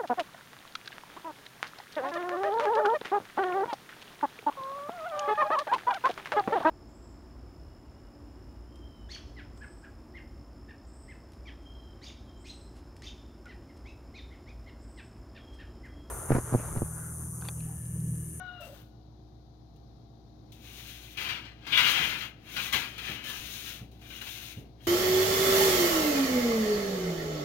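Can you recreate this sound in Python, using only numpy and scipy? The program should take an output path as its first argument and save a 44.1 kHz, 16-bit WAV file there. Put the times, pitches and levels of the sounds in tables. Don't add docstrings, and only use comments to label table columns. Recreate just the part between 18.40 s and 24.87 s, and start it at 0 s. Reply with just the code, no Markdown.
import sys
import numpy as np
from scipy import signal
from scipy.fft import rfft, irfft, next_fast_len
from scipy.io import wavfile
from scipy.ndimage import uniform_filter1d, map_coordinates

SR = 44100
rng = np.random.default_rng(int(sys.argv[2]) if len(sys.argv) > 2 else 0)


def generate_wav(signal):
    frames = np.transpose(np.atleast_2d(signal))
    scaled = np.clip(frames, -1, 1) * 32767
    pcm = np.round(scaled).astype(np.int16)
    wavfile.write(sys.argv[1], SR, pcm)


def natural_amplitude(level_db):
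    exponent = np.asarray(level_db, float) / 20
    return 10 ** exponent


N = 285327
T = np.arange(N) / SR

# (start [s], fastest [s], stop [s], rattle of pieces [dB], hiss of crumbs [dB])
SLIDES = [(2.074, 2.422, 2.82, -54, -45.5), (2.454, 2.72, 2.8, -63, -53.5), (2.736, 2.825, 3.05, -38, -45),
          (3.229, 3.452, 3.7, -27.5, -34.5), (3.342, 3.644, 3.9, -32.5, -38),
          (3.673, 3.832, 3.96, -43, -49), (4.0, 4.227, 4.473, -40, -38.5),
          (4.532, 4.709, 4.873, -39.5, -44), (4.792, 4.894, 5.13, -41.5, -41),
          (4.85, 5.116, 5.53, -52, -41), (5.103, 5.309, 5.495, -52.5, -45.5),
          (5.525, 5.754, 5.95, -55, -50), (5.695, 5.93, 6.3, -52, -43), (5.902, 6.083, 6.31, -60, -53),
          (6.377, 6.52, 2.7, -43.5, -46)]
# (time [s], rattle [dB], hiss [dB], weight of low and high modes [dB], t60 [s])
KNOCKS = [(1.3594, -82, -65.5, -4, 0.082), (2.1196, -77, -51.5, -8, 0.18),
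          (2.771, -37.5, -45.5, -3.5, 0.34), (2.8872, -35.5, -50.5, -0.5, 0.54),
          (3.05, -51.5, -72, 6.5, 0.15), (3.2662, -41, -51, 4.5, 0.17), (3.322, -18.5, -57, -25.5, 0.26),
          (3.3735, -23.5, -35.5, -1.5, 0.16), (4.164, -34, -48, -1, 0.22),
          (4.326, -32.5, -28.5, 10.5, 0.049), (4.333, -27, -32, -0.5, 0.51), (4.579, -38, -46, -7.5, 0.23),
          (4.8394, -46, -46.5, -4, 0.12), (4.891, -45, -50, -7, 0.052), (5.5134, -68, -61, -9, .25),
          (5.6121, -61.5, -62, 0, 0.23), (5.701, -45.5, -59, -10, 0.2), (5.8124, -46.5, -45.5, 5.5, 0.14),
          (5.8671, -49.5, -60, 7, 0.083)]
# (frequency [Hz], density [dB per Hz])
HISS_COLOUR = [(880, -41), (1500, -16), (2600, -2.5), (3800, 0.5), (4700, -9.5), (6600, -4.5), (8000, -9.5),
               (11000, -8.5), (14200, -4), (15800, -5)]
# (frequency [Hz], density [dB per Hz])
RUMBLE_COLOUR = [(30, -10), (60, 2), (130, 5), (300, 2.5), (700, -8), (1200, -36.5)]
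# (frequency [Hz], left over right [dB])
SHEET_LEAN = [(60, 2), (110, -3), (200, 5.5), (380, 0.5), (700, 7.5), (1290, 8), (2380, 13), (4400, 13.5),
              (8120, 10), (15000, 8)]
HISS_STEEP = 1.28
SLIDE_LOW_DB = -1.5
RUMBLE_DB, RUMBLE_GROWS = -39, 0.41
THUMP_RUMBLE_DB, THUMP_RUMBLE_T60_S = -18, 0.44


def sweeps():
    slides = [(slide(*when), db, hiss_db) for *when, db, hiss_db in SLIDES]
    push = sum(natural_amplitude(db + shape_db) for shape_db, db, _ in slides) * natural_amplitude(0.95 * wobble(25))
    palm = sum(natural_amplitude(hiss_db + HISS_STEEP * shape_db) for shape_db, _, hiss_db in slides)
    rub = palm * natural_amplitude(1.1 * wobble(30))
    heavy = push * natural_amplitude(SLIDE_LOW_DB)
    for s, db, hiss_db, low_db, t60 in KNOCKS:
        push = push + dying(s, db, t60)
        heavy = heavy + dying(s, db + low_db, t60)
        rub = rub + dying(s, hiss_db, t60)

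    strikes = push * contacts(rate=3500, spread_db=3.0)
    spot = rng.integers(2, size=N)
    ring = sum(moving(strikes * (spot == k), sheet_ring, .12) for k in range(2))
    rattle = np.std(strikes) * ports(ring, RATTLE_COLOUR, SHEET_LEAN)
    outer = filtered(rattle, lambda hz: 1 / (1 + (hz / 2500) ** 10) + 1 / (1 + (3900 / (hz + 1)) ** 10))
    rattle += (uniform_filter1d(heavy / push, size=300) - 1) * outer

    crumbs = grit(rub, rate=9800, spread_db=2.0, t60=0.012)
    hiss = np.std(rub) * ports(crumbs, HISS_COLOUR, SHEET_LEAN)

    weight = natural_amplitude(RUMBLE_DB) * push ** RUMBLE_GROWS
    for s, db, _ in THUMPS:
        weight = weight + dying(s, db + THUMP_RUMBLE_DB, THUMP_RUMBLE_T60_S, attack_s=0.012)
    noise = ports(rng.standard_normal((2, N)), RUMBLE_COLOUR, SHEET_LEAN)
    rumble = weight * natural_amplitude(0.6 * wobble(20)) * noise
    return rattle + hiss + rumble


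START_DB, STOP_DB, ROUND = 30, 36, 2.02


def slide(start, fastest, stop):
    before = np.clip((fastest - T) / (fastest - start), 0, 3)
    after = np.clip((T - fastest) / (stop - fastest), 0, 3)
    return -START_DB * before ** ROUND - STOP_DB * after ** ROUND


# (frequency [Hz], typical level before random changes [dB])
SHEET_MODES = [(958.2, -64), (1470, -58), (1626, -56.5), (1733, -58), (2024, -49), (2132, -51), (2331, -53),
               (2449, -53), (2638, -56.5), (2756, -52), (2859, -45), (2993, -57), (3122, -48.5),
               (3241, -47), (3413, -50.5), (4102, -52)]
# (frequency [Hz], density [dB per Hz])
RATTLE_COLOUR = [(240, -46.5), (400, -21.5), (884, -10.5), (1610, -3), (1880, -8), (2400, -2.5),
                 (4100, -10), (6670, -21), (7380, -14), (8500, -24.5), (11000, -48), (18700, -120)]


def sheet_ring(modes_db=-7, t60=0.055, click_db=-9):
    thicket = tail([(500, 0.13), (3000, 0.13), (8000, 0.023)], .2)
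    t = np.arange(thicket.shape[1]) / SR
    modes = 0
    for hz, db in SHEET_MODES:
        strength_db = db + rng.normal(0, 7.1, (2, 1)) - along(RATTLE_COLOUR, hz)
        modes = modes + natural_amplitude(strength_db - 60 * t / t60) * np.sin(2 * np.pi * (hz * t + rng.random((2, 1))))
    click = natural_amplitude(click_db) * (t == 0)
    return click + thicket + natural_amplitude(modes_db) * modes / np.linalg.norm(modes, axis=1, keepdims=True)


# (time [s], level before the soft attack [dB], flex frequency [Hz])
THUMPS = [(3.598, -28.5, 157), (4.181, -40, 172), (4.349, -30, 110), (4.685, -33, 149), (4.999, -36, 60.6),
          (5.415, -31.5, 121), (6.172, -28.5, 108)]


def thumps():
    out, t = np.zeros(N + SR), np.arange(SR // 5) / SR
    for s, db, hz in THUMPS:
        higher = 1.2 * natural_amplitude(-60 * t / 0.12) * np.sin(2 * np.pi * 1.55 * hz * t)
        flex = np.sin(2 * np.pi * hz * t) + higher
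        out[round(s * SR):][:len(t)] += natural_amplitude(db - 60 * t / 0.068) * (1 - np.exp(-t / 0.0047)) * flex
    return out[:N]


# (frequency [Hz], width [Hz], relative level [dB])
CUP_WALL = [(7900, 70, 5), (9900, 60, 1), (12150, 80, -2), (14800, 110, -3)]
# (frequency [Hz], density [dB per Hz])
TRICKLE_COLOUR = [(880, 4), (1700, 0.5), (2300, -7), (3200, 0.5), (5100, -8), (7500, -7.5), (10500, -9),
                  (13000, -1), (15800, -4.5)]
POUR_S, POUR_ATTACK_S, POUR_LENGTH_S, POUR_DB = 0.2, 0.0082, .21, -59
POUR_SAG_DB_S, POUR_END_DB_S = 21, 190


def cup():
    t = np.maximum(T - POUR_S, 0)
    db = POUR_DB - POUR_SAG_DB_S * t - POUR_END_DB_S * np.maximum(t - POUR_LENGTH_S, 0)
    fall = natural_amplitude(db + 0.96 * wobble(43.3)) * np.minimum(t / POUR_ATTACK_S, 1)
    wall = lambda f: sum(natural_amplitude(g) * 1j * f * w / (c * c - f * f + 1j * f * w) for c, w, g in CUP_WALL)
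    patter = grit(fall, rate=8000, spread_db=3.5, t60=0.031)
    ring = filtered(patter / (1 + (T / .35) ** 14), wall)
    ring = natural_amplitude([[3], [-8]]) * unit(ring)
    return np.std(fall) * (natural_amplitude(5.0) * ports(patter, TRICKLE_COLOUR, SHEET_LEAN) + ring)


# (time [s], pitch [Hz], level [dB], 2nd partial over it [dB])
CROW = [(0, 736, -52, 6.5), (.1, 726.4, -48, 8), (.145, 715, -50, 1.5), (.23, 687, -50.5, -1.5),
        (.26, 686, -53, -7), (.295, 690, -66, -5)]
# (multiple of the pitch, level at 0 s [dB])
EXTRA_PARTIALS = [(1.5, -56), (2.5, -58.5), (3, -62.5), (8, -70)]
# (frequency [Hz], density [dB per Hz])
RASP_COLOUR = [(700, -24), (1200, 3), (2000, -9), (2550, -16), (3300, -12.5), (3850, 0.5), (4300, -19),
               (5500, -32)]
# (time [s], pitch [Hz], level [dB])
GROAN = [(.2, 585, -50), (.26, 606, -49.5), (.31, 558, -47), (.37, 520, -67)]
# (frequency [Hz], level at 0 s [dB])
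HELD_ECHO = [(728, -58), (1458, -54), (2900, -63)]
# (frequency [Hz], left over right [dB])
FAR_LEAN = [(60, 1), (130, -3), (290, 4.5), (640, 4.5), (1410, 13.0), (3100, 22), (6820, 30), (15000, -10)]
RASP_DB = -11
FOURTH_DB, FOURTH_DB_S = -14.5, 63


def rooster():
    hz, crow_db, second_db, gate = curves(CROW)
    partials = [(1, 0), (2, second_db), (4, FOURTH_DB + FOURTH_DB_S * T * gate)]
    turns = np.cumsum(hz * (1 + .012 * wobble(140))) / SR
    voice = sum(natural_amplitude(crow_db + db + 3.5 * wobble(62.3)) * np.sin(2 * np.pi * k * turns) for k, db in partials)
    for k, db in EXTRA_PARTIALS:
        voice += natural_amplitude(db - 60 * T / .3 + 3 * wobble(50)) * np.sin(2 * np.pi * k * turns)
    rasp = unit(filtered(rng.standard_normal(N), lambda f: natural_amplitude(along(RASP_COLOUR, f))))
    voice += natural_amplitude(crow_db + RASP_DB) * rasp

    low_hz, low_db, low_gate = curves(GROAN)
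    low_turns = np.cumsum(low_hz * (1 + .07 * wobble(150))) / SR
    groan = natural_amplitude(low_db + 4 * wobble(90)) * np.sin(2 * np.pi * low_turns)
    call = voice * gate + groan * low_gate
    echo = sum(natural_amplitude(db - 60 * T / 1.3 + 3 * wobble(50)) * np.sin(2 * np.pi * f * T) for f, db in HELD_ECHO)
    heard = call + echo + natural_amplitude(-9) * through(call, tail([(500, .3), (3000, .25)], .4))
    return filtered(heard, lambda f: natural_amplitude(np.outer([.2, -.8], along(FAR_LEAN, f))))


# (shaft order, level [dB rms])
HUM = [(3, -75.5), (5, -68.5), (6, -75), (7, -78.5), (8, -67.5), (10, -80), (11, -66), (13, -74.5)]
# (shaft orders above it, level [dB rms])
MAINS_SIDEBANDS = [(1, -70.5), (16, -82), (20, -74), (22, -75.5), (24, -78.5)]
# (frequency [Hz], density [dB per Hz])
AIR_COLOUR = [(15, -56), (25, -21), (53, -8), (123, -3.5), (184, -9), (316, -10.5), (620, -20.5),
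              (791, -19), (1730, -40.5), (2810, -48.5), (3880, -36), (6660, -51), (7420, -57), (14200, -46),
              (15800, -62)]
# (frequency [Hz], left-right likeness)
AIR_ALIKE = [(60, 0.74), (180, 0.76), (550, 0.18), (1650, -0.34), (4970, 0.026), (15000, 0.22)]
SHAFT_HZ, MAINS_HZ, FAN_HZ = 28.09, 120.0, 59.1
IN_STEP_S = 0.833
AIR_DB = -58.5


def refrigerator():
    tones = [(k * SHAFT_HZ, db) for k, db in HUM]
    tones += [(MAINS_HZ + k * SHAFT_HZ, db) for k, db in MAINS_SIDEBANDS]
    tones += [(FAN_HZ, -57)]
    lines = 0
    for hz, db in tones:
        side_db = np.outer([.5, -.5], along(FAR_LEAN, hz))
        level = natural_amplitude(db + 3 + 1.2 * wobble(6) + side_db)
        lines = lines + level * np.cos(2 * np.pi * (hz * T + rng.random()))
    beating = ((4 * SHAFT_HZ, -59), (MAINS_HZ, -62))
    throb = sum(natural_amplitude(db + 2.5) * np.cos(2 * np.pi * hz * (T - IN_STEP_S)) for hz, db in beating)
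    noise = ports(rng.standard_normal((2, N)), AIR_COLOUR, FAR_LEAN, AIR_ALIKE, 0)
    air = natural_amplitude(AIR_DB + 0.73 * wobble(3.3)) * noise
    return lines + throb + air


# (frequency [Hz], t60 [s])
KITCHEN = [(150, 0.95), (1500, 0.8), (5000, 0.55), (14000, 0.45)]


def kitchen_walls(near):
    late = np.pad(near, ((0, 0), (500, 0)))[:, :N]
    return moving(late, lambda: tail(KITCHEN, 0.39), .25)


# (frequency [Hz], left-right likeness)
NEAR_ALIKE = [(100, 0.88), (300, 0.93), (600, 0.57), (1200, 0.27), (2700, 0.78), (7000, 0.068)]
LEAD_S = .0001


def ports(pair, spectrum, lean, alike=NEAR_ALIKE, lead_s=LEAD_S):
    turn = lambda hz: np.arccos(np.clip(along(alike, hz), -1, 1)) / 2
    mid, side = filtered(pair, lambda hz: natural_amplitude(along(spectrum, hz)) * [np.cos(turn(hz)), np.sin(turn(hz))])

    def sides(hz):
        level = natural_amplitude(np.outer([.5, -.5], along(lean, hz)))
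        return level * np.exp(2j * np.pi * np.outer([.5, -.5], hz) * lead_s)

    out = filtered(np.array([mid + side, mid - side]), sides)
    return out / np.std(out.mean(0))


def grit(level, rate, spread_db, t60):
    linger = natural_amplitude(-120 * np.arange(SR // 8) / SR / t60)
    power = np.abs(signal.fftconvolve(level ** 2, linger / linger.sum())[:N])
    return np.sqrt(power) * [contacts(rate, spread_db), contacts(rate, spread_db)]


def contacts(rate, spread_db):
    hit = rng.random(N) < rate / SR
    hardness_db = spread_db * np.minimum(rng.exponential(size=N), 4)
    return unit(hit * natural_amplitude(hardness_db) * rng.choice([-1, 1], N))


def moving(x, response, step_s):
    out, size = np.zeros((2, N + SR)), int(step_s * SR)
    fade = signal.windows.hann(2 * size, sym=False)
    for i in range(0, N - size, size):
        part = x[..., i:i + 2 * size]
        heard = through_all(part * fade[:part.shape[-1]], response())
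        out[:, i:i + heard.shape[1]] += heard
    return out[:, :N]


def through_all(x, responses):
    return signal.fftconvolve(np.atleast_2d(x), responses, axes=1)


def through(x, responses):
    return through_all(x, responses)[:, :N]


def tail(t60, length_s):
    hz, t, z = signal.stft(rng.standard_normal((2, int(length_s * SR))), SR, nperseg=256)
    out = signal.istft(z * natural_amplitude(-60 * t / along(t60, hz)[:, None]), SR, nperseg=256)[1]
    return out / np.linalg.norm(out, axis=1, keepdims=True)


def dying(s, db, t60, attack_s=0.00049):
    t = np.maximum(T - s, 0)
    return np.minimum(t / attack_s, 1) * natural_amplitude(db - 60 * t / t60)


def wobble(rate):
    return map_coordinates(rng.standard_normal(int(N * rate / SR) + 4), [T * rate])


def curves(rows):
    s, *cols = np.transpose(rows)
    gate = uniform_filter1d(1. * (T >= s[0]) * (T <= s[-1]), size=400, mode="nearest")
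    return [np.interp(T, s, c) for c in cols] + [gate]


def along(points, hz):
    f, v = np.transpose(points)
    return np.interp(np.log(hz + 1), np.log(f + 1), v)


def filtered(x, response):
    m = next_fast_len(x.shape[-1] + 8192)
    return irfft(rfft(x, m) * response(np.fft.rfftfreq(m, 1 / SR)), m)[..., :x.shape[-1]]


def unit(x):
    return x / np.sqrt(np.mean(x ** 2) + 1e-20)


def scene():
    near = sweeps() + thumps() + cup()
    return near + natural_amplitude(-18.0) * kitchen_walls(near) + rooster() + refrigerator()


def band_limit(x):
    return signal.sosfilt(signal.butter(12, 16770, fs=SR, output="sos"), x)


# (frequency [Hz], gain [dB])
MIC = [(6800, 0), (7250, -10), (7600, -8.5), (8500, -2.5), (12000, -2)]


def record(dry):
    coloured = filtered(dry, lambda hz: natural_amplitude(along(MIC, hz)))
    mix = filtered(coloured, lambda hz: hz < 15830)
    return band_limit(mix)


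dry = scene()
out = record(dry)
generate_wav(out)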